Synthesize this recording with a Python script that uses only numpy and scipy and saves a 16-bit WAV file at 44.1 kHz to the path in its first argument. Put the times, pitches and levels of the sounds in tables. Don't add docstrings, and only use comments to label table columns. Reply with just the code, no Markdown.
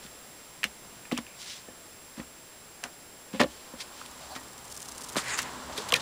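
import sys
import numpy as np
from scipy import signal
from scipy.fft import rfft, irfft
from scipy.io import wavfile
from scipy.ndimage import uniform_filter1d

SR = 44100
rng = np.random.default_rng(int(sys.argv[2]) if len(sys.argv) > 2 else 0)


def voltage_ratio(decibels):
    exponent = np.asarray(decibels, float) / 20
    return 10 ** exponent


def int16_out(signal):
    q = np.round(np.clip(np.atleast_2d(signal).T, -1, 1) * 32767)
    wavfile.write(sys.argv[1], SR, q.astype(np.int16))


N = 265393


def set_rms(x, db):
    return x * voltage_ratio(db) / np.sqrt(np.mean(x ** 2))


def resonance(x, hz, width_hz):
    return signal.lfilter(*signal.iirpeak(min(hz, .45 * SR), hz / width_hz, fs=SR), x)


def double_resonance(x, hz, width_hz):
    return resonance(resonance(x, hz, width_hz), hz, width_hz)


def shaped_noise(spectrum):
    hz, db = np.transpose(spectrum)
    bins_hz = np.arange(1, N // 2 + 2) * SR / N
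    gain = voltage_ratio(np.interp(np.log(bins_hz), np.log(hz), db))
    return set_rms(irfft(rfft(rng.standard_normal(N)) * gain, N), 0)


def wander(rate_hz):
    hold = int(SR / rate_hz)
    steps = np.repeat(rng.standard_normal(N // hold + 1), hold)
    return 0.54 * uniform_filter1d(steps, hold)[:N]


def mode(force, hz, t60):
    pole = np.exp(2j * np.pi * hz / SR - np.log(1000) / (max(t60, .002) * SR))
    return signal.lfilter([1], [1, -pole], force).imag


def place(out, x, s, peak_db):
    i = int(s * SR)
    out[i:i + len(x)] += (voltage_ratio(peak_db) * x / np.abs(x).max())[:N - i]


def slip_ticks(chance, rate_hz, scatter_db):
    happens = chance[0] < rate_hz / SR
    size = voltage_ratio(-scatter_db * np.log(chance[2] + 0.0033))
    return happens * np.sign(chance[1] - .5) * size


# (time [s], peak [dB], ring [Hz], ring t60 [s], crack re ring [dB])
LATCH_SNAPS = [(0.6316, -16.5, 2600, .012, -10), (0.6383, -31, 2580, 0.015, -14),
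               (0.6404, -9, 2350, 0.013, -5), (0.6412, -17, 4500, .01, 3), (1.053, -34.5, 2400, 0.026, -9),
               (1.114, -21.5, 2030, 0.016, -19), (1.121, -21.5, 3060, 0.005, -3),
               (1.176, -18.5, 2850, .012, 2), (1.1775, -22.5, 5170, 0.013, -11),
               (1.187, -29.5, 1900, 0.017, -23.5), (1.266, -35, 2440, .029, -14),
               (2.2, -33, 1920, 0.044, -14), (2.8382, -20.5, 2720, 0.024, 3), (2.839, -24.5, 1490, 0.04, 3),
               (2.838, -24, 6000, 0.0093, -3), (3.396, -17, 1790, .011, -12),
               (3.406, -18, 2380, .0093, -19), (3.4145, -8.5, 1730, .0058, -9), (3.421, -34, 3080, .01, -4),
               (3.434, -22.5, 4070, 0.016, -3), (3.443, -31, 3130, .012, -12)]
# (time [s], peak [dB], ring [Hz], ring t60 [s], crack re ring [dB])
BUTTON_SNAPS = [(4.013, -31.5, 1370, 0.0089, -8), (4.362, -29, 1240, 0.033, 1),
                (5.158, -30, 1100, 0.0053, -6), (5.192, -24.5, 1680, 0.0043, -8),
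                (5.388, -14, 2080, 0.012, 6.5), (5.777, -20, 3410, 0.034, 3), (5.9216, -10, 2910, .016, -1),
                (5.926, -15.5, 1046, .06, -3), (5.939, -6.5, 2470, 0.029, 0.5),
                (5.949, -20, 1900, 0.068, -8), (5.957, -20, 2440, 0.065, 0)]
# (time [s], peak [dB], ring [Hz], crack re ring [dB])
NAIL_TAPS = [(.064, -36, 3470, 0), (1.149, -37, 5000, -6), (4.061, -30.5, 3320, 5), (4.113, -30, 5160, 20),
             (5.148, -28, 3300, 7), (5.16, -28, 5200, 12), (5.165, -19.5, 4120, 2), (5.174, -23, 3800, -14),
             (5.183, -22, 2670, -11), (5.282, -24, 2480, 7), (5.343, -25, 6240, -15),
             (5.429, -23.5, 5940, -2), (5.7, -39, 3740, 2), (5.724, -34, 3500, -5), (5.904, -25, 3370, -11)]


def clicks():
    latch_contact_s, button_contact_s, tap_contact_s, tap_t60_s = .0006, 0.001293, 0.00061, 0.0077
    snaps = [(*row, latch_contact_s) for row in LATCH_SNAPS]
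    snaps += [(*row, button_contact_s) for row in BUTTON_SNAPS]
    snaps += [(s, db, hz, tap_t60_s, crack_db, tap_contact_s) for s, db, hz, crack_db in NAIL_TAPS]
    out, t = np.zeros(N), np.arange(4096) / SR
    for s, db, hz, t60, crack_db, contact in snaps:
        noise = rng.standard_normal(4096)
        force = noise * t / contact * np.exp(1 - t / contact)
        force[int(contact * SR)] += 9.0
        body = 2.5 * mode(force, 1.05 * hz, .3 * t60)
        body += mode(force, hz, t60)
        body += .6 * mode(force, .74 * hz, 1.5 * t60)
        body -= .5 * mode(force, 1.32 * hz, .7 * t60)
        body += .45 * mode(force, 1.75 * hz, .5 * t60)
        body = resonance(body, hz, 1.6 * hz)
        crack = resonance(resonance(force, 5100, 7200), 6900, 7800)
        snap = body / np.abs(body).max() + voltage_ratio(crack_db) * crack / np.abs(crack).max()
        tail = signal.fftconvolve(snap[:40], noise[::-1] * np.exp(-t / .012))[:4096]
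        place(out, snap + voltage_ratio(-25.0) * resonance(tail, 2400, 5200), s, db)
    return out


# (pitch ratio [1], level [dB], t60 ratio [1])
PANEL_MODES = [(.78, -19, 3.3), (1, 5.5, 2.03), (1.2, 2.5, 1.57), (1.6, -26, 0.55), (2.15, -4, 1.12),
               (2.37, -14, 2.3), (2.8, -2.5, 0.27), (3.4, -13, 1.34), (4.05, -10, 0.78), (4.5, -15, 1),
               (5.6, -12, 0.17), (7.1, -16, 1.05)]
# (time [s], peak [dB], main low panel [Hz], upper panels [dB], ring t60 [s])
CONSOLE_BLOWS = [(0.046, -38, 200, -14, 0.028), (.647, -28, 212, -4.5, 0.059),
                 (0.919, -46, 205, -21, 0.087), (1.116, -23.5, 227, 25, 0.0083),
                 (1.122, -17.5, 246.6, -9, 0.072), (1.183, -26, 235, -8, 0.065),
                 (1.682, -35, 248, -1, 0.065), (2.174, -33.5, 238, -9, 0.15),
                 (2.193, -24.5, 240, -12.5, 0.066), (2.843, -35.5, 253, -4.5, 0.073),
                 (3.334, -26, 228, -12, .06), (3.344, -25.5, 211, -2, 0.12), (3.399, -11, 245, 0.5, .065),
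                 (3.408, -10.5, 246, 3, 0.053), (3.424, -15.5, 303, -1, 0.062),
                 (3.438, -17.5, 265, 4, 0.04), (3.458, -32.5, 242.5, 3.5, 0.16),
                 (3.735, -32.5, 239, -5, 0.057)]
# (time [s], peak [dB], main low panel [Hz], upper panels [dB], ring t60 [s])
DASH_BLOWS = [
    (4.36, -28, 267, 10, 0.16),
    (5.156, -22.5, 290, 5, 0.0079),
    (5.166, -14, 284, 8, 0.038),
    (5.169, -26, 191, -9, 0.029),
    (5.696, -29, 262.6, 19, .15),
    (5.781, -26.5, 199.4, 11, 0.095),
    (5.925, -20, 228.5, 25, 0.11),
    (5.928, -31, 129, -29, .1),
    (5.937, -33, 240, 16, 0.087),
]


def thumps():
    console_push_s, dash_push_s = 0.0086, 0.004
    console_hz = 246.8
    blows = [(*row, console_push_s, console_hz) for row in CONSOLE_BLOWS]
    blows += [(*row, dash_push_s, row[2]) for row in DASH_BLOWS]
    out, t = np.zeros(N), np.arange(12000) / SR
    for s, db, hz, upper_db, t60, push, upper_hz in blows:
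        shove = np.sin(np.pi * np.clip((t - 0.24 * push) * 2 * hz, 0, 1))
        rough = rng.standard_normal(12000) * np.sin(np.pi * np.clip(t / push, 0, 1))
        rough *= voltage_ratio(upper_db + 9.0) * np.sqrt(np.sum(shove) ** 2 / np.sum(rough ** 2))
        thump = np.zeros(12000)
        for ratio, mode_db, t60_ratio in PANEL_MODES:
            force, base_hz = (rough, upper_hz) if ratio > 1.4 else (shove, hz)
            thump += voltage_ratio(mode_db) * mode(force, base_hz * ratio, t60 * t60_ratio)
        place(out, thump, s, db)
    return out


# (frequency [Hz], t60 [s], level [dB])
CABIN_AIR = (63.8, 0.43, -39.5)


def cabin_boom(blows):
    hz, t60, db = CABIN_AIR
    push = resonance(np.sqrt(np.abs(blows)), hz, 38)
    return voltage_ratio(db) * mode(push, hz, t60) / 100


# (time [s], length [s], level [dB], centre [Hz], width [Hz])
TRIM_RATTLES = [(1.115, .02, -45.5, 3800, 4500), (1.125, 0.076, -52, 2560, 2000),
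                (1.168, .008, -48, 2550, 600), (3.331, 0.069, -47, 2380, 3040),
                (3.399, 0.031, -29.5, 2250, 2570), (3.433, 0.017, -48, 2600, 2800),
                (4.208, 0.13, -57.5, 776, 300), (4.297, 0.068, -53, 760, 302),
                (4.304, 0.083, -57, 4400, 800), (4.351, 0.033, -45.5, 2500, 4100),
                (5.168, 0.027, -38, 3700, 2500), (5.169, 0.042, -38, 7600, 3000),
                (5.375, 0.043, -37, 3940, 6100), (5.417, 0.016, -41.5, 7000, 7000),
                (5.887, 0.015, -40, 4940, 6040), (5.937, 0.0057, -24.5, 3520, 1990),
                (5.954, 0.025, -34.5, 3600, 4500), (5.998, 0.015, -45, 3470, 2500),
                (1.275, 0.15, -63.5, 2400, 400), (5.165, .04, -40, 1230, 1400),
                (1.175, 0.025, -46, 990, 900), (2.168, 0.096, -54, 970, 1600),
                (2.832, 0.059, -49.5, 900, 1300)]


def rattles():
    out, t = np.zeros(N), np.arange(4096) / SR
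    for s, length, db, hz, width_hz in TRIM_RATTLES:
        decay = np.exp(-np.maximum(t - 0.48 * length, 0) / (0.31 * length))
        run = slip_ticks(rng.random((3, 4096)), 3100, 2.03) * decay
        place(out, double_resonance(run, hz, 1.18 * width_hz), s, db + 16)
    return out


# (fastest slide [s], rise [s], fall [s], peak [dB], treble re level [dB])
KNOB_RUBS = [(.04, 0.039, 0.055, -51.5, -6), (1.41, .04, .09, -52.5, 3), (1.515, 0.15, .13, -41.5, -14),
             (2.18, 0.022, 0.068, -52, -11), (3.52, 0.094, 0.42, -55.5, -6),
             (3.812, 0.027, .028, -39, -5.5), (4, 0.18, 0.25, -52.5, -7), (4.22, 0.071, 0.3, -52, -9),
             (5.2, 0.018, .05, -40.5, -8), (5.3, 0.078, 0.11, -38.5, -8), (5.73, 0.012, .03, -46, -9),
             (5.782, 0.032, 0.033, -39, -6), (5.815, .03, 0.07, -47, -4)]
# (fastest slide [s], rise [s], fall [s], peak [dB], treble re level [dB])
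SLEEVE_DRAGS = [
    (5.28, 0.1, 0.065, -37.5, -22),
    (5.33, .06, 0.11, -36.5, -1.5),
    (5.395, 0.012, 0.034, -35.5, -10),
    (5.46, 0.043, 0.089, -45, -19),
]
# (centre [Hz], width [Hz])
KNOB_BANDS = [(3940, 4300), (6430, 9600), (2170, 2700)]
# (centre [Hz], width [Hz])
SLEEVE_BANDS = [(1950, 1640), (6900, 1700)]


def rubs():
    stroke_fade_db = 20.5
    t = np.arange(N) / SR
    grain = rng.standard_normal(N) * voltage_ratio(3.1 * wander(300) + 1.6 * wander(40))
    bands = [set_rms(double_resonance(grain, *row), 0) for row in KNOB_BANDS + SLEEVE_BANDS]
    mid, high, low, cloth, cuff = bands
    knob = mid + voltage_ratio(-9) * low
    out = np.zeros(N)
    for strokes, body, treble in [(KNOB_RUBS, knob, high), (SLEEVE_DRAGS, cloth, cuff)]:
        for s, rise, fall, db, treble_db in strokes:
            away = np.where(t < s, (s - t) / rise, (t - s) / fall)
            swell = voltage_ratio(db - stroke_fade_db * np.minimum(away, 9) ** 1.3)
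            out += swell * (body + voltage_ratio(treble_db) * treble)
    return signal.sosfilt(signal.butter(4, 10300, fs=SR, output="sos"), out)


# (time [s], peak [dB])
LEATHER_SLIPS = [(4.312, -38), (4.396, -35), (4.434, -39), (4.472, -38), (4.523, -38), (4.579, -32),
                 (4.643, -32.5), (4.669, -33.5), (4.699, -34), (4.715, -29), (4.741, -31), (4.765, -26.5),
                 (4.794, -27), (4.816, -26), (4.849, -31), (4.88, -25), (4.914, -26.5), (4.949, -31),
                 (4.977, -23), (5.008, -26.5), (5.036, -25.5), (5.063, -33), (5.087, -25), (5.123, -30),
                 (5.216, -34), (5.238, -30)]
# (centre [Hz], width [Hz], level [dB])
LEATHER_BANDS = [(6230, 4500, 13), (8500, 1700, 6), (13500, 3300, -20)]


def creaks():
    slip_s = .015
    out, t = np.zeros(N), np.arange(2048) / SR
    for s, db in LEATHER_SLIPS:
        chance = rng.random((3, 2048))
        run = (slip_ticks(chance, 900, 2.4) + 1.4 * (t == 0)) * (t < slip_s)
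        run = run + 0.2 * signal.lfilter([1], [1, -.985], np.abs(run)) * (chance[1] - .5)
        creak = np.zeros(2048)
        for hz, width_hz, band_db in LEATHER_BANDS:
            creak += voltage_ratio(band_db) * resonance(resonance(run, hz, 2 * width_hz), hz, width_hz)
        place(out, creak, s, db)
    return out


# (time [s], tyre roar [dB], engine drone re roar [dB])
PASSING_CAR = [
    (3.4, -56.5, -9),
    (4.24, -54.5, -4),
    (4.75, -55.5, -0.5),
    (5.22, -47, -4.5),
    (5.34, -43.5, -5),
    (5.69, -45.5, -3),
    (5.86, -42.5, -3.5),
    (6.02, -42, -9),
]
# (frequency [Hz], density [dB per Hz])
TYRE_SPECTRUM = [(59, -30), (100, -15), (193, -4), (695, -2.5), (1010, 3), (2500, -14), (2910, -10.5),
                 (6790, -15.5), (7740, -12.5), (9000, -21), (11700, -26), (19800, -120)]
# (centre [Hz], width [Hz], level [dB])
ENGINE_BANDS = [(67.5, 22, -8.5), (128.8, 8.1, -9.5), (200, 73, -14.5), (252, 4.3, -5.5)]


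def street():
    t = np.arange(N) / SR
    s, roar_db, drone_db = np.transpose(PASSING_CAR)
    drone = np.zeros(N)
    for hz, width_hz, band_db in ENGINE_BANDS:
        drone += voltage_ratio(band_db) * set_rms(double_resonance(rng.standard_normal(N), hz, width_hz), 0)
    roar = shaped_noise(TYRE_SPECTRUM) * voltage_ratio(2.5 + 0.26 * wander(11.0))
    fade_in = np.clip((t - s[0]) / 0.33, 0, 1)
    car = roar + voltage_ratio(np.interp(t, s, drone_db)) * drone
    return fade_in * voltage_ratio(np.interp(t, s, roar_db)) * car


# (frequency [Hz], density [dB per Hz])
HISS_SPECTRUM = [(25, -3.5), (60, -1.5), (150, 1), (500, 1), (2000, -4.5), (4600, -8.5), (5100, -5),
                 (6500, -10), (7600, -8), (8800, -11.5), (9800, -4), (11000, -10.5), (12900, -16),
                 (14500, -11.5), (15200, -7.5), (16000, -29)]
# (frequency [Hz], rms [dB], octave rms [dB], frame rate [Hz], wobble [rad])
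SENSOR_TONE = (7560, -57.5, -69, 30, .7)


def camera():
    t = np.arange(N) / SR
    hz, db, octave_db, frame_hz, wobble = SENSOR_TONE
    phase = 2 * np.pi * hz * t + wobble * np.sin(2 * np.pi * frame_hz * t) + 0.18 * wander(16)
    tone = voltage_ratio(db + .5 * wander(30)) * np.sin(phase)
    octave = voltage_ratio(octave_db) * np.sin(2 * phase)
    hiss = voltage_ratio(-50 + 0.83 * wander(2.4)) * shaped_noise(HISS_SPECTRUM)
    return hiss + np.sqrt(2) * (tone + octave)


def scene():
    blows = thumps()
    parts = signal.sosfilt(signal.butter(4, 140, "high", fs=SR, output="sos"), clicks() + blows)
    mix = parts + cabin_boom(blows) + rattles() + rubs() + creaks() + street() + camera()
    return mix[None]


def roll_off(x):
    return signal.sosfilt(signal.butter(12, 16510, fs=SR, output="sos"), x)


def record(dry):
    mix = signal.sosfilt(signal.ellip(8, .2, 60, 15850, fs=SR, output="sos"), dry)
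    return roll_off(mix)


dry = scene()
out = record(dry)
int16_out(out)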